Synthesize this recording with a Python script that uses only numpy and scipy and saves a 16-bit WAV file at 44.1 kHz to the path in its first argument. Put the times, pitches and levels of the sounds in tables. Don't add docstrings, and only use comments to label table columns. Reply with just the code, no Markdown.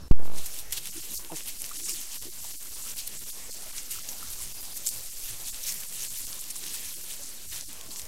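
import sys
import numpy as np
from scipy import signal
from scipy.io import wavfile
from scipy.ndimage import uniform_filter1d

SR = 44100
rng = np.random.default_rng(int(sys.argv[2]) if len(sys.argv) > 2 else 0)


def to_wav(sig):
    pcm = np.clip(np.atleast_2d(sig), -1, 1) * 32767
    pcm = np.round(pcm).astype(np.int16)
    wavfile.write(sys.argv[1], SR, pcm.T)


N = 355887
T = np.arange(N) / SR
MUTE_S = .081
COARSE_STEPS_S = .083 + np.sqrt(.008454 * (.57 + np.arange(14)))


def undb(db):
    return 10 ** (np.asarray(db) / 20)


def unit(x):
    return x / np.sqrt(np.mean(x ** 2))


def band(x, hz, width_hz):
    low = np.sqrt(hz ** 2 + width_hz ** 2 / 4) - width_hz / 2
    edges = [low, min(low + width_hz, .45 * SR)]
    return signal.sosfilt(signal.butter(2, edges, "band", fs=SR, output="sos"), x)


def flicker(rate):
    hold = int(SR / rate)
    held = np.repeat(rng.standard_normal(N // hold + 1), hold)
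    return unit(uniform_filter1d(uniform_filter1d(held, hold), hold)[:N])


def add(out, start_s, sound):
    i = int(start_s * SR)
    out[i:i + len(sound)] += sound[:N - i]


def crackle(rate, spread_db):
    out = 1. * (rng.random(N) < rate / SR)
    count = N // 6
    sizes = rng.standard_normal(count) * undb(spread_db * np.minimum(rng.exponential(size=count), 5))
    out[out > 0] = sizes[:int(out.sum())]
    return unit(out)


def rustle(dip_db):
    # (frequency [Hz], band gain [dB])
    spectrum = [(950, -10.5), (1350, -10), (1900, -3.5), (2700, 1.5), (3600, 5), (4800, -5.5), (6500, -2),
                (8500, -1), (11000, -4.5), (13500, 3.5), (15500, -11)]
    spectrum_hz, spectrum_db = np.transpose(spectrum)
    leaf_db, litter_db, grass_db = rooting_levels()
    leaf, litter, grass = undb(leaf_db), undb(litter_db + dip_db), undb(grass_db)
    broadband = crackle(rate=3000, spread_db=1.5) * undb(.52 * flicker(56) + 1.8 * flicker(220))
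    cracks = 0
    for hz in 950 * 2 ** np.arange(0, 4.1, 1 / 3):
        own = crackle(rate=4000, spread_db=2.1) * undb(2.4 * flicker(60))
        envelope = litter if hz < 4000 else grass if hz > 10000 else leaf
        colour = undb(np.interp(np.log(hz), np.log(spectrum_hz), spectrum_db))
        cracks += colour * envelope * band(broadband + .99 * own, hz, hz / 3.67)
    stem_ticks = leaf * unit(band(crackle(rate=260, spread_db=3.5), 8000, 10400))
    return (undb(5) * cracks + undb(-10.5) * stem_ticks) * undb(hoof_lift() + .54 * flicker(45))


def rooting_levels():
    # (time [s], leaf level [dB])
    rooting = [(.17, -66), (.33, -63), (.43, -50), (.68, -59), (.95, -42.5), (1.25, -50), (1.6, -43.5),
               (2.1, -52), (2.7, -67), (3.2, -41.5), (3.45, -50), (3.7, -47.5), (4.3, -42.5), (4.72, -46.5),
               (5.1, -44), (6.2, -43), (7.45, -49), (7.9, -51)]
    # (peak time [s], leaf level [dB], rise per 10 dB [ms],
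    # fall per 10 dB [ms], litter re leaves [dB], grass re leaves [dB])
    shoves = [(0.269, -50, 48, 20, -8, -2), (0.383, -40, 25, 44, -8, -5), (0.462, -38, 8.9, 12, -11, 1),
              (0.595, -38, 150, 24, -10.5, -2), (0.732, -38, 22, 76, -9, -4), (0.781, -38, 27, 10, -5, 0),
              (0.876, -39.5, 51, 11, -7, -7), (0.966, -47.5, 10, 280, -3, -2),
              (1.177, -32.5, 57, 13, -28, -2), (1.368, -36.5, 18, 55, -6, -5),
              (1.483, -37, 37, 42, -6.5, -2), (1.631, -52, 38, 24, -11, -4),
              (1.902, -34, 170, 210, -10.5, -6), (2.156, -38.5, 68, 45, -11.5, -2),
              (2.492, -40.0, 290, 140, -12, -3.5), (2.625, -45.5, 10, 76, -23, 2),
              (2.918, -38.0, 320, 19, -11.5, -3), (2.992, -33, 36, 41, -12, -4),
              (3.076, -39, 15, 12, -20, -2), (3.298, -39.5, 18, 34, -16, -2),
              (3.512, -40, 14, 230, -12.5, -6), (3.786, -36, 47, 13, -8, -13),
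              (3.912, -35.5, 12, 96, -12, -2), (4.087, -42, 12, 44, -14, -1), (4.332, -39, 22, 10, -11, -7),
              (4.423, -37, 43, 53, -12, -7), (4.662, -43.5, 180, 9.3, -25, 1), (4.774, -39, 30, 15, -25, 1),
              (4.862, -34, 19, 60, -16, -1.5), (4.937, -39, 19, 110, -14, 0),
              (5.304, -38.5, 124, 42, -10.5, 0), (5.477, -35.5, 24, 26, -10.5, -3),
              (5.681, -33.5, 50, 76, -7.5, -1), (6.049, -34, 89, 15, -8.5, -6),
              (6.176, -38, 48, 60, -9.5, -1), (6.407, -42, 510, 97, -12, -5.5),
              (6.508, -39.5, 11, 11, -18, -7), (6.56, -35.5, 10, 11, -14, -5),
              (6.631, -39.5, 11, 39, -7, -6), (6.747, -37, 120, 96, -7, -4),
              (6.834, -39, 30, 200, -8.5, -5), (7.108, -37, 61, 56, -9, -4),
              (7.233, -40.5, 44, 160, -25, -12), (7.534, -36, 50, 145, -9, -5.5),
              (7.996, -40.5, 68, 25, -16, -5)]
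    steady_db = np.interp(T, *np.transpose(rooting))
    power = undb(steady_db + np.array([[0], [-11.5], [-3]])) ** 2
    for peak_s, db, rise_ms, fall_ms, litter_db, grass_db in shoves:
        rise, fall = rise_ms / 1000, fall_ms / 1000
        near = slice(max(int((peak_s - 4 * rise) * SR), 0), int((peak_s + 4 * fall) * SR))
        t = T[near] - peak_s
        shove_db = db - 10 * np.where(t < 0, -t / rise, t / fall)
        power[:, near] += undb(shove_db + np.array([[0], [litter_db], [grass_db]])) ** 2
    return 10 * np.log10(power)


def hoof_lift():
    # (time [s], lift [dB], decay [s])
    footfalls = [(0.38, 4.5, 0.0092), (.459, 4, 0.013), (.586, 3, 0.014), (.7232, 11, 0.013),
                 (0.773, 5, 0.014), (.856, 4, .015), (1.117, 3.5, 0.0069), (1.648, 7, 0.023),
                 (2.222, 3, 0.009), (3.074, 4.5, .008), (3.908, 1, .03), (4.087, 6.5, 0.0093),
                 (4.864, 4, 0.012), (6.502, 5.5, 0.012), (7.8115, 7, .005), (7.9075, 6, 0.03),
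                 (7.96, 5, .015)]
    out = np.zeros(N)
    for start, db, decay in footfalls:
        add(out, start, db * np.exp(-(T[:4000] / decay) ** 2))
    return out


def snaps():
    # (time [s], level [dB], ring frequency [Hz], ring length [cycles], knock [Hz], knock re ring [dB])
    loud_breaks = [(0.3813, -24, 9100, 1.6, 2080, -16), (0.3817, -31, 9300, 1.7, 2100, -11),
                   (0.4619, -16.5, 7400, 2.3, 3500, -17), (.5199, -22, 8900, 2, 3500, -12),
                   (0.5402, -26, 8600, 1.5, 2600, -7), (0.589, -19, 7000, 3.4, 3800, -9),
                   (0.7095, -21, 6600, 2.2, 2700, -21), (0.7239, -18, 7700, 1.5, 4100, -9),
                   (0.7269, -18, 11100, 3.8, 3600, -6), (0.731, -14, 13300, 10.0, 3600, 0),
                   (0.8406, -26, 9700, 1.9, 4100, -12), (0.857, -25, 12100, 10.0, 2500, 4),
                   (0.8724, -13.5, 8400, 1.9, 4100, -10), (1.1185, -19, 12900, 1.9, 3400, -16),
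                   (1.1193, -25, 5600, 1.5, 3100, -17), (1.14, -23, 9400, 2, 3500, -14),
                   (1.1594, -22, 8400, 2, 3500, -14), (1.2482, -25, 4500, 1.5, 3380, 0),
                   (1.3197, -21, 10000, 4.3, 3000, -3), (1.3585, -25, 9400, 2, 3500, -10),
                   (1.4071, -24, 5200, 1.5, 2800, 3), (1.4162, -25, 5700, 1.5, 3500, -6),
                   (1.4602, -23, 6800, 2, 3500, -10), (1.6194, -10.5, 10000, 6, 3000, -15),
                   (1.6428, -16, 5400, 2, 3020, -6), (1.6438, -34, 6800, 1.5, 3100, -4),
                   (1.7341, -24, 12000, 3.6, 4000, 0), (1.7995, -25, 4900, 1.7, 4000, -3),
                   (2.1447, -25, 5100, 2, 3500, -12), (2.2241, -17, 10500, 3.5, 4100, -16),
                   (2.6294, -21, 8400, 6.1, 3700, -18), (2.7702, -27, 7200, 2, 3500, -14),
                   (2.898, -23, 9500, 2, 3500, -14), (2.9688, -22, 11500, 2, 3500, -14),
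                   (3.0749, -15, 8900, 3.0, 4100, -11), (3.0776, -13.5, 12300, 5.2, 4100, -9),
                   (3.0786, -23, 8100, 1.7, 4100, -11), (3.0916, -28, 4500, 1.5, 4100, -4),
                   (3.1786, -22, 8600, 2.9, 2400, -18), (3.3025, -25, 8300, 2, 3500, -10),
                   (3.5021, -29, 12300, 2, 3500, -14), (3.528, -27, 6200, 2, 3500, -14),
                   (3.7817, -16, 6500, 1.5, 4100, -10), (3.7825, -20, 7900, 2.9, 4500, -6),
                   (3.7853, -29, 4730, 3.8, 4100, -10), (3.8323, -25, 8500, 2, 3600, -6),
                   (3.9103, -18, 10100, 6.1, 4100, -8), (3.9466, -14, 10700, 1.7, 4000, -23),
                   (4.0467, -23.5, 5200, 1.6, 4100, -9), (4.0888, -22, 6540, 6.0, 2100, -17),
                   (4.0895, -17, 6700, 12, 4000, -17), (4.0912, -22, 6200, 1.5, 2200, -12),
                   (4.1319, -26, 4600, 1.6, 4100, -6), (4.2304, -19, 10300, 2.8, 3500, -14),
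                   (4.3039, -19, 7800, 4.5, 4100, -16), (4.3339, -21, 6100, 1.5, 4100, -6),
                   (4.3634, -25, 9600, 1.9, 3500, -11), (4.3891, -25, 7100, 2, 3500, -12),
                   (4.4215, -14, 12900, 1.5, 3200, -12), (4.4583, -21, 7100, 4.0, 4100, -10),
                   (4.653, -23, 5600, 2, 3800, -10), (4.7697, -18, 8500, 7.6, 2100, -24),
                   (4.8649, -21, 7100, 1.5, 2900, -27), (4.8655, -13, 7200, 10.0, 3100, -18),
                   (4.8711, -14, 7100, 4.0, 4100, -21), (4.8719, -5, 7600, 10, 4100, -27),
                   (4.8743, -26, 7100, 2.1, 4100, -14), (4.8752, -23, 7000, 2.2, 2900, -22),
                   (4.9335, -21, 10600, 2, 3500, -16), (5.2172, -26, 8600, 2, 3500, -14),
                   (5.2385, -18, 9000, 2, 3500, -14), (5.2595, -18, 11000, 2, 3500, -14),
                   (5.3305, -23, 11000, 1.9, 4100, -11), (5.3416, -26, 6300, 1.6, 4100, -14),
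                   (5.5454, -24, 4500, 1.6, 4080, -2), (5.7256, -22, 9500, 2.3, 3200, -9),
                   (5.7431, -19, 9600, 7.8, 3800, -11), (5.8037, -15, 11100, 2.5, 4000, -8),
                   (5.835, -19, 6500, 2, 2800, -2), (5.9254, -19, 13500, 4.4, 4130, -4),
                   (5.935, -22, 13500, 3, 4000, -14), (6.03, -17, 6300, 2.5, 2800, -15),
                   (6.3297, -17.5, 5400, 2.3, 4100, -9), (6.393, -20.5, 6530, 5.3, 4100, -19),
                   (6.5043, -27, 6300, 2, 3500, -10), (6.6392, -17, 6900, 1.9, 4100, -6),
                   (6.6626, -23, 11200, 2.6, 3100, 2), (6.8295, -26, 8500, 2, 3500, -12),
                   (6.941, -17, 10200, 2.1, 3400, -11), (7.1377, -18, 7800, 1.5, 3200, -19),
                   (7.2358, -20, 7100, 3.6, 4100, -15), (7.2593, -22, 7100, 9.1, 3600, -20),
                   (7.6099, -20, 6300, 1.8, 2900, -19), (7.6109, -16, 6200, 2.3, 3000, -18),
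                   (7.7304, -18, 10800, 4.5, 3700, -19), (7.812, -24, 7320, 3.6, 3200, -9),
                   (7.9081, -31, 4470, 10.0, 4100, -2), (7.9603, -21, 5700, 2, 3600, -3),
                   (7.9961, -18, 8000, 6.8, 3900, 0), (7.9976, -25, 6600, 2.4, 4100, -1),
                   (8.0178, -17.5, 6800, 3.7, 4100, -21), (8.0535, -22.5, 7400, 1.6, 4100, -16)]
    small_times = rng.uniform(.5, T[-1], 50)
    small_breaks = [(start, rng.normal(-27, 2), 8500 * 2 ** rng.normal(0, .25), 2.5, 3200, -10.5)
                    for start in small_times]
    out, t = np.zeros(N), T[:900]
    for start, db, hz, cycles, knock_hz, knock_db in loud_breaks + small_breaks:
        turns = t * hz
        ring = np.sin(2 * np.pi * turns) * (1 - np.exp(-turns / .6)) * np.exp(-3 * turns / cycles)
        ring /= np.abs(ring).max()
        knock = undb(knock_db) * np.sin(2 * np.pi * knock_hz * t) * np.exp(-t * knock_hz / 1.04)
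        crumbs = .15 * band(rng.standard_normal(len(t)), hz, 1.3 * hz) * np.exp(-t / .003)
        add(out, start - .00012, undb(db - 4.5) * (ring + knock + crumbs))
    return signal.sosfilt(signal.butter(2, 1700, "high", fs=SR, output="sos"), out)


def crunches():
    # (time [s], length [s], level [dB], resonance [Hz], bandwidth [Hz])
    bunches = [(0.766, 0.022, -42, 4240, 2500), (1.84, 0.05, -42, 7600, 1200),
               (1.886, 0.03, -39, 5440, 1200), (1.89, 0.017, -39, 7540, 1400),
               (1.927, 0.018, -45, 5200, 800), (2.985, 0.037, -47, 4360, 1200),
               (3.298, .008, -49.5, 3430, 900), (4.866, .018, -34, 7400, 1300),
               (4.877, 0.03, -39, 7800, 1800), (5.631, 0.024, -41, 5900, 1200),
               (5.69, .022, -38, 5970, 1300), (6.006, 0.011, -43, 6350, 900), (6.02, .022, -40, 6300, 1000),
               (7.81, .003, -47, 3280, 1500), (7.91, .008, -47, 4450, 900), (7.93, .014, -46.5, 7050, 1200)]
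    out, cracks = np.zeros(N), crackle(rate=2000, spread_db=.5)
    for start, length, db, hz, width_hz in bunches:
        near = slice(int(start * SR), int((start + length + .01) * SR))
        envelope = np.interp(T[near] - start, [0, .001, .7 * length, length], [0, 1, .8, 0])
        out[near] += undb(db) * unit(band(cracks[near] * envelope, hz, width_hz))
    return out


def snorts():
    # (time [s], level [dB], resonance [Hz], length [s], breathiness [0-1], flutter [Hz])
    breaths = [(0.944, -43, 326, 0.056, 0, 55), (1.083, -51, 219, 0.055, 0.07, 63),
               (1.218, -52, 342, 0.064, 0.1, 67), (1.385, -56, 230, 0.028, .2, 60),
               (1.753, -55, 295, 0.048, 0.04, 33), (1.86, -57, 199, 0.046, 0.25, 67),
               (1.91, -50.5, 338, 0.048, 0, 42), (1.976, -56, 269, 0.048, 0.2, 60),
               (1.804, -52, 338, 0.055, 0.2, 64), (1.881, -50.5, 324, 0.036, 0.37, 79),
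               (2.245, -47, 333, 0.036, 0.1, 85), (2.277, -44, 362, 0.024, 0, 19),
               (2.436, -51.5, 702, 0.023, 0.46, 85), (2.54, -56, 297, 0.028, 0, 78),
               (3.488, -41.5, 497, 0.011, 0.06, 98), (3.652, -51, 625, 0.035, 0.26, 70.5),
               (6.645, -56, 330, 0.05, 0.3, 10), (6.7, -55, 300, .045, 0.4, 12),
               (6.95, -55, 340, .055, 0, 10), (7.18, -58, 280, .05, .2, 10),
               (7.185, -56, 570, 0.055, .2, 8.8), (7.666, -56, 310, .04, 0, 40),
               (7.862, -58, 634, .04, 0, 36), (7.872, -53, 300, 0.045, 0.2, 11)]
    out, t = np.zeros(N), T[:6000]
    for start, db, hz, length, breathiness, flutter_hz in breaths:
        air = band(rng.standard_normal(len(t)), 1.05 * hz, .9 * hz)
        air = unit(band(air, 1.05 * hz, .9 * hz))
        tone = np.sin(2 * np.pi * hz * t) + 2 * breathiness * air
        flutter = 1 + .7 * np.cos(2 * np.pi * flutter_hz * t)
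        envelope = np.sin(np.pi * np.clip(t / length, 0, 1) ** 1.2)
        add(out, start, undb(db) * tone * flutter * envelope)
    return out


def smacks():
    # (time [s], level [dB], resonance [Hz], 60 dB decay [s], second pop's lag [s], its trim [dB])
    lip_smacks = [(0.728, -45, 1870, 0.018, 0.0044, -1.5), (1.298, -40, 880, 0.04, 0.00453, -4),
                  (1.712, -33, 1246, 0.024, 0.0051, -5), (1.882, -47, 1210, .025, 0.0073, 0),
                  (2.655, -43, 1300, 0.0091, 0.0029, 4), (2.861, -43, 1280, 0.02, 0.0045, -1),
                  (3.953, -43, 1320, 0.014, 0.0053, 0), (3.982, -39, 1300, 0.0093, 0.0053, 5),
                  (4.226, -32, 1284, 0.021, 0.0051, -12), (4.404, -40.5, 1110, 0.02, 0.005, -5),
                  (5.823, -41, 1710, 0.018, 0.005, -5), (6.558, -40, 1110, 0.018, 0.005, -6)]
    out, t = np.zeros(N), T[:6000]
    for start, db, hz, t60, lag, trim_db in lip_smacks:
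        spit = .27 * unit(band(rng.standard_normal(len(t)), hz, .27 * hz))
        envelope = (1 - np.exp(-t / .0011)) * undb(-60 * t / t60)
        pop = (np.sin(2 * np.pi * hz * t) + spit) * envelope
        add(out, start, undb(db + 1) * pop)
        add(out, start + lag, undb(db + 5 + trim_db) * pop)
    return out


def grunt(start_s=1.308, length_s=.057, glide_hz=(199.6, 140), roughness=.6):
    # (frequency [Hz], bandwidth [Hz], level [dB])
    formants = [(160, 81, -5.5), (330, 170, 0.5), (640, 240, 0), (850, 120, -10)]
    out, t = np.zeros(N), T[:4000]
    progress = np.clip(t / length_s, 0, 1)
    turns = np.cumsum(np.interp(progress ** .45, [0, 1], glide_hz)) / SR
    pulses = unit(np.diff(np.floor(turns), prepend=0)) + roughness * rng.standard_normal(len(t))
    dulling = np.maximum(t - .02, 0) / .03
    voice = sum(undb(db) * unit(band(pulses, hz, width_hz)) * np.exp(-dulling * hz / 330)
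                for hz, width_hz, db in formants)
    envelope = np.sin(np.pi * progress ** .63) ** .5
    add(out, start_s, undb(-39.5) * voice * envelope)
    return out


def wind():
    # (time [s], level [dB])
    strength = [(.6, -47.5), (.95, -55.5), (1.41, -56), (1.54, -44), (2.03, -53), (2.37, -54), (2.5, -56),
                (2.97, -48.5), (3.45, -53.5), (3.84, -50), (4.02, -61), (4.16, -50), (4.5, -55.5),
                (4.65, -49), (4.8, -59), (5.05, -45), (5.32, -43), (5.55, -46), (5.7, -55), (6.3, -50.5),
                (6.92, -59.5), (7.3, -58), (8.07, -60)]
    pressure = band(rng.standard_normal(N), 14.2, 11.7)
    pressure = unit(band(pressure, 11, 82))
    gust_db = 3 * flicker(5.08)
    return pressure * undb(np.interp(T, *np.transpose(strength)) + gust_db)


def bird():
    # (start [s], end [s], first frequency [Hz], last frequency [Hz], level [dB])
    notes = [(0.005, 0.085, 5400, 5350, -56.5), (4.518, 4.556, 4800, 4900, -53),
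             (4.57, 4.616, 4990, 4880, -46), (4.625, 4.672, 4830, 5020, -48.5),
             (4.692, 4.74, 4870, 5020, -54)]
    out, waver = np.zeros(N), undb(3 * flicker(150))
    for start, end, first_hz, last_hz, db in notes:
        envelope = np.interp(T, [start, start + .012, end - .012, end], [0, 1, 1, 0])
        hz = np.interp(T, [start, end], [first_hz, last_hz])
        out += undb(db) * envelope * np.sin(2 * np.pi * np.cumsum(hz) / SR)
    return out * waver


def hiss(dip_db):
    # (frequency [Hz], relative spectral density [dB])
    spectrum = [(24, -32), (40, -4), (64, -12), (143, -15), (535, -19), (1450, -22.5), (4920, -19),
                (9890, -19.5), (13700, -18), (15500, -29)]
    spectrum_hz, spectrum_db = np.transpose(spectrum)
    out, swell, bass_bumps = 0, flicker(25), flicker(18)
    for hz in 45 * 2 ** np.arange(0, 8.6, .5):
        db = np.interp(np.log(hz), np.log(spectrum_hz), spectrum_db)
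        db += 1.26 * swell + 2.45 * flicker(14) + 3.1 * (hz < 150) * bass_bumps
        db -= 4 * np.log2(hz / 500) * (T < MUTE_S)
        dip_scale = np.interp(np.log(hz), np.log([120, 400, 2500, 7000]), [.038, 2, 6.3, .42])
        out += undb(db + dip_scale * dip_db) * band(rng.standard_normal(N), hz, hz / 3)
    times = [MUTE_S, MUTE_S + .003, .11, COARSE_STEPS_S[1], COARSE_STEPS_S[-1]]
    return unit(out) * undb(-47 + np.interp(T, times, [3, -24, -16, -18, 0]))


def dips():
    # (centre time [s], nominal depth [dB], length [s])
    level_dips = [(0.91, 4.5, 0.025), (1.014, 7, 0.018), (1.17, 19, .037), (1.438, 3, 0.026),
                  (1.591, 4.5, 0.036), (1.781, 9, .015), (1.823, 10, 0.019), (1.848, 12, 0.018),
                  (1.933, 11, 0.013), (2.196, 9, 0.039), (2.304, 4, 0.035), (2.416, 4, 0.016),
                  (2.528, 6, 0.017), (2.576, 10, 0.048), (2.7, 3, 0.022), (2.75, 3, .016),
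                  (2.827, 4, 0.015), (2.951, 4, .016), (3.193, 4.5, 0.035), (3.25, 6, 0.021),
                  (3.315, 8, 0.026), (3.523, 8, 0.035), (3.722, 12, 0.012), (4.026, 6, 0.011),
                  (4.536, 6, 0.019), (4.618, 2, .016), (4.748, 3, 0.022), (4.896, 8, 0.025),
                  (5.106, 3, .025), (5.515, 9, 0.022), (5.636, 2, 0.016), (5.878, 3.5, 0.028),
                  (6.093, 4.5, 0.024), (6.181, 8, 0.017), (6.26, 4.5, 0.017), (6.406, 4, 0.021),
                  (7.89, 2, 0.028), (6.953, 5, 0.04), (7.027, 3, 0.022), (7.491, 5, 0.057),
                  (7.664, 11, 0.049)]
    out, t = np.zeros(N), T[:8820] - .1
    for centre, db, length in level_dips:
        add(out, centre - .1, -db * np.exp(-.5 * (t / (.39 * length)) ** 4))
    return out


def scene():
    dip_db = dips()
    undergrowth = rustle(dip_db) + snaps() + crunches()
    voices = snorts() + smacks() + grunt()
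    return (undergrowth + voices + hiss(dip_db) + wind() + bird())[None]


def gain_ripple(step_db=.5, switch_s=.00055):
    count = len(COARSE_STEPS_S)
    step_times = np.interp(np.arange(0, count - .9, 1 / 3), np.arange(count), COARSE_STEPS_S)
    index = np.arange(len(step_times))
    is_fine = index % 3 > 0
    step_times += .0012 * rng.standard_normal(len(index)) * is_fine
    stage = np.interp(T, step_times, index)
    ripple = step_db * (np.floor(stage) - stage + .5 * (stage % 1 > 0))
    for coarse_s in COARSE_STEPS_S[1:-2]:
        ripple[(T > coarse_s - switch_s) & (T <= coarse_s)] -= 2 * step_db
    early = np.interp(T, [.228, .24], [1, 0])
    ripple = early * uniform_filter1d(ripple, size=36) + (1 - early) * uniform_filter1d(ripple, size=4)
    jitter_db = np.interp(T, [.16, .2, .228, .25, .42, .5], [.012, .09, .1, .029, .052, .011])
    ripple += jitter_db * unit(band(rng.standard_normal(N), 650, 820))
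    ripple[(T > .1151) & (T <= .1151 + switch_s)] += 1.17
    return ripple


def record(dry):
    # (time [s], offset [full scale])
    transient = [(0, .01), (.1101, 0), (.1107, -.11), (.1113, -.03), (.1128, .565), (.125, .555),
                 (.143, .415), (.17, .335), (.198, .335), (.235, .245), (.39, .135), (.46, .027),
                 (.8, .011), (8.07, .009)]
    offset = uniform_filter1d(np.interp(T, *np.transpose(transient)), size=15)
    stepped = (dry + offset) * undb(gain_ripple())
    return signal.sosfilt(signal.ellip(14, .2, 90, 15780, fs=SR, output="sos"), stepped)


dry = scene()
out = record(dry)
to_wav(out)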